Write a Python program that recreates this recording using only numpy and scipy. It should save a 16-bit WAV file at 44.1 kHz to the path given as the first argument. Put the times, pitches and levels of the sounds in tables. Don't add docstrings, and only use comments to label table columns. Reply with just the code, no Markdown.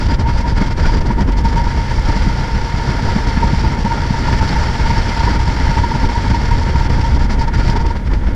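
import sys
import numpy as np
from scipy import signal
from scipy.fft import rfft, irfft, next_fast_len
from scipy.io import wavfile
from scipy.ndimage import uniform_filter1d, map_coordinates

SR = 44100
rng = np.random.default_rng(int(sys.argv[2]) if len(sys.argv) > 2 else 0)


def to_wav(sig):
    pcm = np.clip(np.atleast_2d(sig), -1, 1) * 32767
    pcm = np.round(pcm).astype(np.int16)
    wavfile.write(sys.argv[1], SR, pcm.T)


N = 368235

# (time [s], crankshaft speed [turns per s])
SHAFT = [(0, 67.0), (.8, 67.3), (1.3, 67.55), (1.8, 67.1), (2.4, 66.7), (3, 66.7), (3.7, 66.85),
         (4.3, 66.5), (4.9, 66.25), (5.6, 66.45), (6.2, 66.8), (6.7, 66.7), (7.3, 67.2), (8.35, 67.7)]
# (multiple of the shaft speed, level before shaking [dB rms])
EXHAUST_ORDERS = [(1, -33), (2, -32), (3, -37), (3.5, -39), (4, -40.5), (5, -45), (7, -44.5), (8, -49),
                  (9, -49.5)]

# (time [s], level [dB])
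AIR = [(0, -30.5), (0.6, -29.5), (0.88, -29), (1.1, -32.5), (1.5, -30.5), (1.8, -30), (2.2, -28.5),
       (2.6, -30), (3.15, -28), (4.1, -29), (4.4, -26), (5.3, -26.5), (6.2, -29), (7.2, -30), (7.7, -29.5),
       (7.99, -35.5), (8.35, -36.5)]
# (middle [s], half length [s], depth before each layer's share [dB])
LULLS = [(0.079, 0.011, 7), (0.175, 0.024, 14), (0.25, 0.034, 10), (0.322, 0.02, 4), (0.443, 0.035, 6.5),
         (0.544, 0.026, 8), (0.692, 0.024, 6.5), (0.753, 0.023, 13.5), (0.791, 0.0076, 6),
         (1.004, 0.0092, 16), (1.042, 0.026, 8), (1.15, 0.045, 9), (1.254, 0.036, 12), (1.311, 0.015, 8),
         (1.35, 0.028, 10.5), (1.432, 0.015, 8), (1.552, 0.0083, 7), (1.631, .01, 4), (2.74, 0.012, 3),
         (3.261, 0.013, 5), (3.767, 0.014, 7), (3.843, .008, 6), (4.405, 0.01, 6), (5.383, 0.017, 5.5),
         (6.083, 0.0068, 8), (6.502, 0.0089, 7), (6.887, 0.015, 13), (7.185, 0.012, 11), (7.28, 0.027, 11),
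         (7.368, 0.025, 11), (7.463, 0.021, 10.5), (7.512, 0.028, 14), (7.744, 0.012, 6),
         (7.785, 0.013, 10), (7.84, 0.019, 8), (7.876, .008, 8), (7.939, 0.026, 9), (8.03, 0.035, 10),
         (8.093, .012, 9), (8.207, 0.04, 6)]
OVERSHOOT = 0.088
RUSH_DB, HISS_DB, CAVITY_DB = -0.7, -6, -1
FULL_AIR_DB, HISS_GROWS, CAVITY_GROWS = -27, 1.12, 0.41
STALL_AIR_DB, STALL_FADE = -33, 1.5
# (centre [Hz], width [Hz], relative lift [dB])
PORT = [(1409, 85, 5.5), (1714, 118, 3.5), (2114, 190, 0.5), (3230, 250, 2.5), (4420, 150, 7.5),
        (4814, 170, 8.5), (5384, 150, 7.5), (5780, 270, 2.5), (7220, 360, 6)]
# (frequency [Hz], relative density [dB per Hz])
RUSH = [(150, -24), (400, 1.5), (750, -0.5), (1030, -4), (1250, -0.5), (1600, -0.5), (2150, 0), (2500, -9),
        (3500, -12), (6000, -51), (15000, -77)]
# (frequency [Hz], relative density [dB per Hz])
HISS = [(1000, -18), (2000, -4.5), (2800, -2), (4000, -1), (5000, -0.5), (5800, -2.5), (6400, -9),
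        (7300, -13.5), (8000, -17), (10000, -24), (11600, -34), (12800, -29), (15000, -40)]
SWIRL_DB, SWIRL_SWING_DB, SWIRLS_PER_S = -12, 4, 28

# (time [s], rumble before RUMBLE_DB [dB], flapping before FLAP_DB [dB])
BUFFET = [(0, -16, -21.5), (0.4, -16, -21), (1.3, -14, -17.5), (1.85, -20.5, -23.5), (2.2, -15, -23),
          (2.65, -22.5, -24.5), (3.0, -16.5, -20.5), (3.5, -17, -21.5), (4.05, -21, -22.5),
          (4.35, -18, -19.5), (4.9, -19.5, -22.5), (5.6, -17, -21.5), (6.2, -20, -22.5),
          (7.0, -15.5, -21.5), (7.7, -15.5, -20.5), (8.0, -20, -24), (8.35, -17, -28)]
RUMBLE_DB, RUMBLE_SWING_DB, RUMBLE_SWINGS_PER_S = 1.26, 2.4, 19
FLAP_DB, FLAP_SWING_DB, FLAPS_PER_S = -0.93, 3.5, 32
FLAP_FOLLOWS = 0.47
# (frequency [Hz], relative density [dB per Hz])
RUMBLE = [(5, -30), (15, -5.5), (25, -9), (36, -1.5), (50, -4), (70, -6), (100, -13), (150, -26),
          (400, -50), (1500, -120)]
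# (frequency [Hz], relative density [dB per Hz])
EDDIES = [(40, -9.5), (80, -10), (120, 3.5), (200, -3), (290, -7.5), (420, -14), (700, -22.5), (1100, -25),
          (2500, -40), (8000, -100)]
# (peak time [s], level before HEAVE_DB [dB], length scale [s])
HEAVES = [(0.074, -11, 0.037), (0.243, -18, 0.099), (0.348, -13, .05), (.56, -13, 0.11), (.824, -11, 0.025),
          (0.882, -10, 0.03), (1.008, -17, 0.026), (1.464, -13, 0.072), (1.568, -13, .05),
          (1.683, -13, 0.037), (1.78, -13, 0.049), (1.998, -10.5, .05), (2.084, -12, 0.046),
          (2.248, -14.5, 0.15), (2.546, -10, 0.036), (2.625, -10, 0.034), (3.083, -10, .035),
          (3.45, -12, 0.055), (3.568, -12.5, .06), (3.663, -11, .045), (3.837, -17, .11),
          (4.014, -16, 0.036), (4.34, -11, .045), (4.424, -15, 0.054), (4.608, -12, 0.076),
          (4.833, -10.5, 0.059), (4.991, -11, 0.038), (5.24, -11, 0.072), (5.378, -13, .055),
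          (5.488, -14, .045), (5.664, -12, 0.097), (5.805, -10, 0.05), (6.055, -11, 0.078),
          (6.182, -16, 0.044), (6.316, -12, 0.12), (6.53, -12.5, 0.12), (6.794, -11, 0.04),
          (6.937, -14, .065), (7.134, -12.5, 0.077), (7.22, -12, 0.042), (7.378, -13, 0.041),
          (7.586, -14, 0.08), (7.698, -16, 0.095), (7.866, -13, 0.037), (8.142, -11.5, 0.13),
          (8.271, -14, 0.037)]
HEAVE_DB, HEAVE_RISE, HEAVE_FALL = 1, 0.49, 0.55
HEAVE_FLAP_DB = 1

# (peak time [s], relative thump [dB], relative rasp [dB])
BLOWS = [(.122, -19, -30), (0.29, -15, -25), (0.62, -11.5, -16), (0.71, -16, -33), (0.978, -22, -26),
         (1.096, -13, -37), (1.222, -15, -27), (1.454, -15.5, -19.5), (1.557, -13, -26), (1.677, -18, -24),
         (2.096, -21, -18), (2.17, -15, -30), (2.223, -18.5, -17), (2.271, -10.5, -28), (2.393, -14, -41),
         (2.552, -17, -30), (2.744, -15.5, -31), (2.892, -13, -35), (3.03, -14.5, -33), (3.165, -14.5, -42),
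         (3.271, -10, -30), (3.375, -10, -18), (3.445, -14.5, -35), (3.537, -9.5, -35), (3.73, -19, -33),
         (3.788, -17, -35), (3.853, -14, -39), (4.109, -11, -25), (4.281, -14, -29), (4.329, -11, -14),
         (4.529, -22, -23), (4.905, -13.5, -25), (5.232, -19, -19), (5.367, -15.5, -25),
         (5.482, -12.5, -22), (5.61, -18, -20), (5.697, -15, -19), (5.956, -12.5, -29), (6.184, -14.5, -27),
         (6.305, -15.5, -17), (6.76, -12, -19), (6.904, -12, -27), (6.98, -17.5, -32), (7.151, -19, -30),
         (7.248, -15.5, -35), (7.45, -16.5, -30), (7.594, -14.5, -28), (7.696, -13, -21), (7.835, -17, -38),
         (8.29, -16.5, -36)]
# (frequency [Hz], relative density [dB per Hz])
THUMP = [(40, -14), (80, 0), (140, 4.5), (210, -0.5), (290, -13), (400, -32), (700, -23.5), (1200, -28.5),
         (4000, -90)]

# (peak time [s], level before HOOT_DB [dB], length scale [s])
HOOTS = [(0.135, -25, 0.016), (0.274, -20, 0.035), (.452, -20.5, 0.024), (0.899, -21, 0.015),
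         (1.063, -24.5, 0.012), (1.11, -16, 0.012), (1.194, -24.5, 0.0255), (1.457, -15.5, 0.016),
         (1.58, -18, 0.032), (1.672, -17.5, 0.008), (2.103, -21, 0.012), (2.821, -23, 0.017),
         (3.091, -16, 0.011), (3.272, -20, .01), (3.434, -12.5, 0.012), (3.474, -22, .011),
         (3.649, -19.5, 0.015), (3.733, -24, 0.016), (3.868, -15, 0.014), (3.917, -17.5, 0.022),
         (4.055, -23, 0.011), (4.143, -20, 0.0093), (4.287, -12, 0.0066), (4.339, -20, 0.0089),
         (4.417, -17.5, 0.014), (4.565, -18.5, 0.012), (4.62, -20.5, .014), (4.86, -23, 0.025),
         (4.91, -16.5, 0.014), (4.978, -18, 0.027), (5.118, -23, 0.017), (5.172, -18, 0.013),
         (5.21, -16.5, 0.008), (5.237, -19, 0.0081), (5.278, -16, 0.01), (5.366, -18, 0.012),
         (5.401, -18.5, 0.0093), (5.48, -17.5, 0.0079), (5.715, -22, .012), (5.776, -15.5, 0.014),
         (5.801, -20, 0.0063), (5.843, -13.5, 0.0095), (5.92, -16, 0.008), (5.956, -20, 0.0098),
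         (6.044, -18.5, 0.01), (6.093, -22, .012), (6.164, -18.5, 0.018), (6.268, -18, 0.012),
         (6.316, -19.5, 0.016), (6.348, -16.5, 0.011), (6.437, -23, 0.016), (6.521, -17.5, 0.021),
         (6.76, -18.9, 0.0094), (6.811, -15, 0.0098), (6.94, -27, .014), (6.985, -24, .012),
         (7.052, -18, 0.031), (7.418, -18.5, 0.013), (7.482, -20.5, 0.013), (7.698, -19, 0.0077),
         (7.762, -16.5, 0.0081), (7.809, -25.5, 0.025), (7.86, -23.2, 0.016), (7.911, -20, 0.011)]
HOOT_DB, HOOT_RISE, HOOT_FALL = 3.5, 0.6, 0.77
HOOT_FLAT_HZ, HOOT_SHARP_HZ = 45.4, 12.3
HOOT_GLIDE_HZ_PER_S, HOOT_SCATTER_HZ = 1490, 9.3
RING_SWING_DB, RING_SWINGS_PER_S = 2.5, 50

# (peak time [s], relative rush [dB], relative hiss [dB], decay [s])
PUFFS = [(.196, -32, -33, 0.013), (.262, -32, -41, 0.01), (.572, -32, -40, 0.014), (0.857, -17, -26, 0.03),
         (.971, -30, -28, .008), (1.01, -27, -34, 0.0065), (1.06, -30, -32, 0.017),
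         (1.209, -18.5, -23.5, 0.011), (1.382, -34, -34, 0.012), (6.9, -29, -34, 0.012),
         (7.299, -22, -35, 0.012), (7.7, -25, -22, .011), (7.766, -19, -27, 0.015),
         (7.866, -26, -25, 0.0064), (7.968, -26, -35, 0.0091), (8.075, -24, -35, 0.0082),
         (8.116, -34, -38, .006), (8.138, -18, -29, 0.0074), (8.272, -24, -38, 0.034)]
SURGE_RISE_S, SURGE_FALL_S = 0.014, 0.0085
SURGE_RUMBLE_DB, SURGE_FLAP_DB, SURGE_RUSH_DB = 1.5, 2.5, 0.75

# (start [s], length [s], level before flutter and lulls [dB])
EDGE_NOTES = [(0, 0.19, -40), (.35, .045, -43), (0.486, .04, -42), (.58, .09, -47), (0.825, .16, -40),
              (7.55, 0.18, -42), (7.76, 0.12, -41)]
EDGE_FADE_S = 0.015
# (peak time [s], pitch at the peak [Hz], peak level [dB])
CHIRPS = [(.856, 1460, -21), (3.378, 1730, -24), (5.125, 2100, -25), (5.36, 1410, -28), (5.618, 1410, -26),
          (7.542, 1410, -26), (7.62, 1420, -26.5)]

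# (frequency [Hz], relative density [dB per Hz])
SPRAY = [(100, -18), (450, 10.5), (700, -4.5), (1200, -11), (1800, 4), (2600, -12), (4500, -12),
         (6000, -15), (8000, -23.5), (11000, -25.5), (15000, -41)]
# (peak time [s], level [dB])
DROPS = [(1.008, -36), (1.322, -31), (1.452, -37), (1.573, -32), (1.996, -32), (3.847, -37), (6.155, -33),
         (6.513, -34), (6.801, -33), (6.897, -35), (7.69, -33)]
# (frequency [Hz], relative density [dB per Hz])
TICK = [(1000, -11), (4500, 7), (7500, -1), (10000, -10), (15000, -19)]
TOP_HZ = 15050


def amp(db):
    return 10 ** (np.asarray(db) / 20)


def unit(x):
    return x / np.sqrt(np.mean(x ** 2) + 1e-20)


def clock():
    return np.arange(N) / SR


def curves(rows):
    times, *columns = np.transpose(rows)
    return [np.interp(clock(), times, column) for column in columns]


def wobble(rate):
    knots = rng.standard_normal(int(N * rate / SR) + 4)
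    return map_coordinates(knots, [clock() * rate], mode="mirror")


def sine(pitch_hz):
    return np.sin(2 * np.pi * np.cumsum(pitch_hz) / SR)


def filtered(x, response):
    size = next_fast_len(N + SR // 2)
    hz = np.fft.rfftfreq(size, 1 / SR)
    return irfft(rfft(x, size) * response(hz), size)[..., :N]


def noise(spectrum):
    points_hz, points_db = np.transpose(spectrum)

    def response(hz):
        return amp(np.interp(np.log(hz + 1), np.log(points_hz), points_db))
    return unit(filtered(rng.standard_normal(N), response))


def resonance(hz, centre_hz, width_hz):
    damping = 1j * hz * width_hz
    return damping / (centre_hz ** 2 - hz ** 2 + damping)


def through_port(x):
    def response(hz):
        return amp(sum(db * abs(resonance(hz, centre, width)) ** 2 for centre, width, db in PORT))
    return unit(filtered(x, response))


def evened(x, span):
    size = max(int(span * SR), 1)
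    power = uniform_filter1d(uniform_filter1d(x ** 2, size), size)
    return x / np.sqrt(abs(power) + 1e-6)


def swells(times, sizes, rise, fall):
    out = np.zeros(N)
    for peak_s, size in zip(times, sizes):
        first = max(int((peak_s - 4 * rise) * SR), 0)
        last = min(int((peak_s + 8 * fall) * SR), N)
        near = np.arange(first, last)
        u = near / SR - peak_s
        out[near] += size * np.where(u < 0, np.exp(-(u / rise) ** 2), np.exp(-abs(u) / fall))
    return out


def gusts(rate=70, linger=0.0089):
    kicks = (rng.random(N) < rate / SR) * (1 + rng.random(N))
    push = signal.lfilter([1], [1, -np.exp(-1 / (linger * SR))], kicks)
    push = np.sqrt(abs(uniform_filter1d(push, size=90)) + 0.085)
    return unit(push - push.mean())


def detachment():
    out, t = np.zeros(N), clock()
    corners = np.array([-1.08, -0.037, 0.27, 0.96, 0.99])
    for middle_s, half_length, depth_db in LULLS:
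        out += depth_db * np.interp(t, middle_s + half_length * corners, [0, 1, 1, -OVERSHOOT, 0])
    return out


def surges():
    times = [row[0] for table in (HOOTS, BLOWS, PUFFS) for row in table]
    surge = np.minimum(swells(times, np.ones(len(times)), SURGE_RISE_S, SURGE_FALL_S), 1)
    return surge - uniform_filter1d(surge, size=SR // 2)


def driven_db(grows):
    air_db, = curves(AIR)
    stall_db = STALL_FADE * np.maximum(STALL_AIR_DB - air_db, 0)
    return FULL_AIR_DB + grows * (air_db - FULL_AIR_DB) - stall_db


def engine(rough=0.29):
    shaft_hz, = curves(SHAFT)
    angle = 2 * np.pi * np.cumsum(shaft_hz + 0.2024 * wobble(12)) / SR
    out = np.zeros(N)
    for multiple, db in EXHAUST_ORDERS:
        order = np.round(2 * multiple) / 2
        level = amp(db) * np.sqrt(2) * (1 + rough * wobble(15))
        out += level * np.sin(order * angle + rng.uniform(0, 2 * np.pi))
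    return out


def spray(level_db=-41, grows=0.15):
    air_db, = curves(AIR)
    grain_db = 0.45 * wobble(6.7) + 0.82 * wobble(270)
    return amp(level_db + grows * (air_db - air_db.mean()) + grain_db) * noise(SPRAY)


def slipstream(gust, lull_db):
    air_db, = curves(AIR)
    unsteady = np.clip(uniform_filter1d(lull_db, SR // 2) / 2.6, 0, 1)
    flutter = (0.79 + 1.16 * unsteady) * wobble(85) + wobble(500)
    rush_db = air_db + RUSH_DB + 1.47 * gust + 0.37 * flutter - 0.59 * lull_db
    rush = amp(rush_db) * through_port(noise(RUSH))
    fine_eddies = 0.62 * wobble(140)
    hiss_db = driven_db(HISS_GROWS) + HISS_DB + 0.59 * gust + flutter + fine_eddies - 1.26 * lull_db
    return rush + amp(hiss_db) * through_port(noise(HISS))


def swirls(lull_db, count=3):
    air_db, = curves(AIR)
    out = np.zeros(N)
    for centre_hz, width_hz, db in PORT[:count]:
        pitch_hz = centre_hz + width_hz * (0.3 * wobble(30) + 0.3995 * wobble(300))
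        flare_db = SWIRL_SWING_DB * np.minimum(wobble(SWIRLS_PER_S), 2)
        out += amp(0.5 * db + flare_db) * sine(pitch_hz)
    return amp(air_db + SWIRL_DB - lull_db) * unit(out)


def edge_tone(lull_db, centre_hz=4830, width_hz=120):
    level, t = np.zeros(N), clock()
    for start, length, db in EDGE_NOTES:
        end = start + length
        corners = [start - EDGE_FADE_S, start, end, end + EDGE_FADE_S]
        level += amp(db) * np.interp(t, corners, [0, 1, 1, 0])

    def response(hz):
        return resonance(hz, centre_hz, width_hz) * resonance(hz, centre_hz, 900)
    note = unit(filtered(rng.standard_normal(N), response))
    return level * amp(1.2 * wobble(60) - 3.3 * lull_db) * note


def buffeting(gust, lull_db, surge):
    buffet_db, eddy_db = curves(BUFFET)
    throb_db = RUMBLE_SWING_DB * np.tanh(wobble(RUMBLE_SWINGS_PER_S))
    heave = np.zeros(N)
    for peak_s, db, length in HEAVES:
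        heave += swells([peak_s], [amp(db + HEAVE_DB)], HEAVE_RISE * length, HEAVE_FALL * length)
    bed = amp(buffet_db + RUMBLE_DB + throb_db + SURGE_RUMBLE_DB * surge)
    rumble = np.hypot(bed, heave) * evened(noise(RUMBLE), span=0.041)

    flap_db = FLAP_FOLLOWS * throb_db + FLAP_SWING_DB * np.tanh(wobble(FLAPS_PER_S))
    flap_db += SURGE_FLAP_DB * surge + HEAVE_FLAP_DB * heave / heave.max()
    bursts = unit(amp(flap_db + 1.43 * gust - 0.37 * lull_db))
    return rumble + amp(eddy_db + FLAP_DB) * bursts * evened(noise(EDDIES), span=0.01)


def cavity(gust, lull_db, centre_hz=926, width_hz=34, waver_hz=12):
    def response(hz):
        return resonance(hz, centre_hz, width_hz) * resonance(hz, 834, 155)
    drive = amp(3.2 * gust) * rng.standard_normal(N)
    ring = evened(unit(filtered(drive, response)), span=0.038)
    swing_db = RING_SWING_DB * np.tanh(wobble(RING_SWINGS_PER_S))
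    ring *= amp(driven_db(CAVITY_GROWS) + CAVITY_DB + swing_db + 0.5 * gust - 0.45 * lull_db)
    fronts = [peak_s - length / 2 for peak_s, _, length in HOOTS]
    arriving = np.clip(swells(fronts, np.ones(len(fronts)), rise=0.012, fall=0.0091), 0, 1)
    return (1 - 0.2 * arriving) * ring + hoots(centre_hz, waver_hz)


def blows():
    times, thump_db, rasp_db = np.transpose(BLOWS)
    push = swells(times, amp(thump_db + 1.36), rise=0.007, fall=0.0078)
    thump = push * evened(noise(THUMP), span=0.017)
    torn_air = through_port(noise(RUSH) + amp(-12) * noise(HISS))
    return thump + swells(times, amp(rasp_db - 6.5), rise=0.0037, fall=0.011) * torn_air


def hoots(centre_hz, waver_hz):
    out, t, waver = np.zeros(N), clock(), waver_hz * wobble(110)
    for (peak_s, db, length), chance in zip(HOOTS, rng.standard_normal(len(HOOTS))):
        level = swells([peak_s], [amp(db + HOOT_DB)], HOOT_RISE * length, HOOT_FALL * length)
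        near = np.flatnonzero(level)
        glide_hz = np.clip(HOOT_GLIDE_HZ_PER_S * (t[near] - peak_s), -HOOT_FLAT_HZ, HOOT_SHARP_HZ)
        pitch_hz = centre_hz + HOOT_SCATTER_HZ * chance + glide_hz + waver[near]
        out[near] += level[near] * sine(pitch_hz)
    return out


def puffs(shove_db=4):
    rush = through_port(noise(RUSH)) + amp(shove_db) * evened(noise(EDDIES), span=0.013)
    hiss = through_port(noise(HISS))
    low, high = np.zeros(N), np.zeros(N)
    for peak_s, rush_db, hiss_db, decay in PUFFS:
        low += swells([peak_s], [amp(rush_db - 6.5)], rise=0.0045, fall=decay)
        high += swells([peak_s], [amp(hiss_db - 7)], rise=0.0034, fall=decay)
    return low * rush + high * hiss


def chirps(rise_s=0.01, fall_s=0.014, sag_hz_per_s=2000, waver_hz=25):
    out, t, waver = np.zeros(N), clock(), waver_hz * wobble(250)
    for peak_s, hz, db in CHIRPS:
        level = swells([peak_s], [amp(db)], rise_s, fall_s)
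        near = np.flatnonzero(level)
        pitch_hz = hz - sag_hz_per_s * (t[near] - peak_s) + waver[near]
        out[near] += level[near] * sine(pitch_hz)
    return out


def drops(fall_s=0.0015):
    times, db = np.transpose(DROPS)
    return swells(times, amp(db), rise=0.0004, fall=fall_s) * noise(TICK)


def scene():
    gust = unit(gusts() + 0.5 * wobble(45))
    lull_db, surge = detachment(), surges()
    low_wind = buffeting(gust, lull_db, surge) + cavity(gust, lull_db) + blows()
    high_wind = amp(SURGE_RUSH_DB * surge) * slipstream(gust, lull_db)
    high_wind += swirls(lull_db) + edge_tone(lull_db) + puffs() + chirps()
    return (engine() + spray() + low_wind + high_wind + drops())[None]


def record(dry, ceiling=0.88):
    rounded = dry / (1 + (dry / ceiling) ** 8) ** (1 / 8)
    return filtered(rounded, lambda hz: hz < TOP_HZ)


dry = scene()
out = record(dry)
to_wav(out)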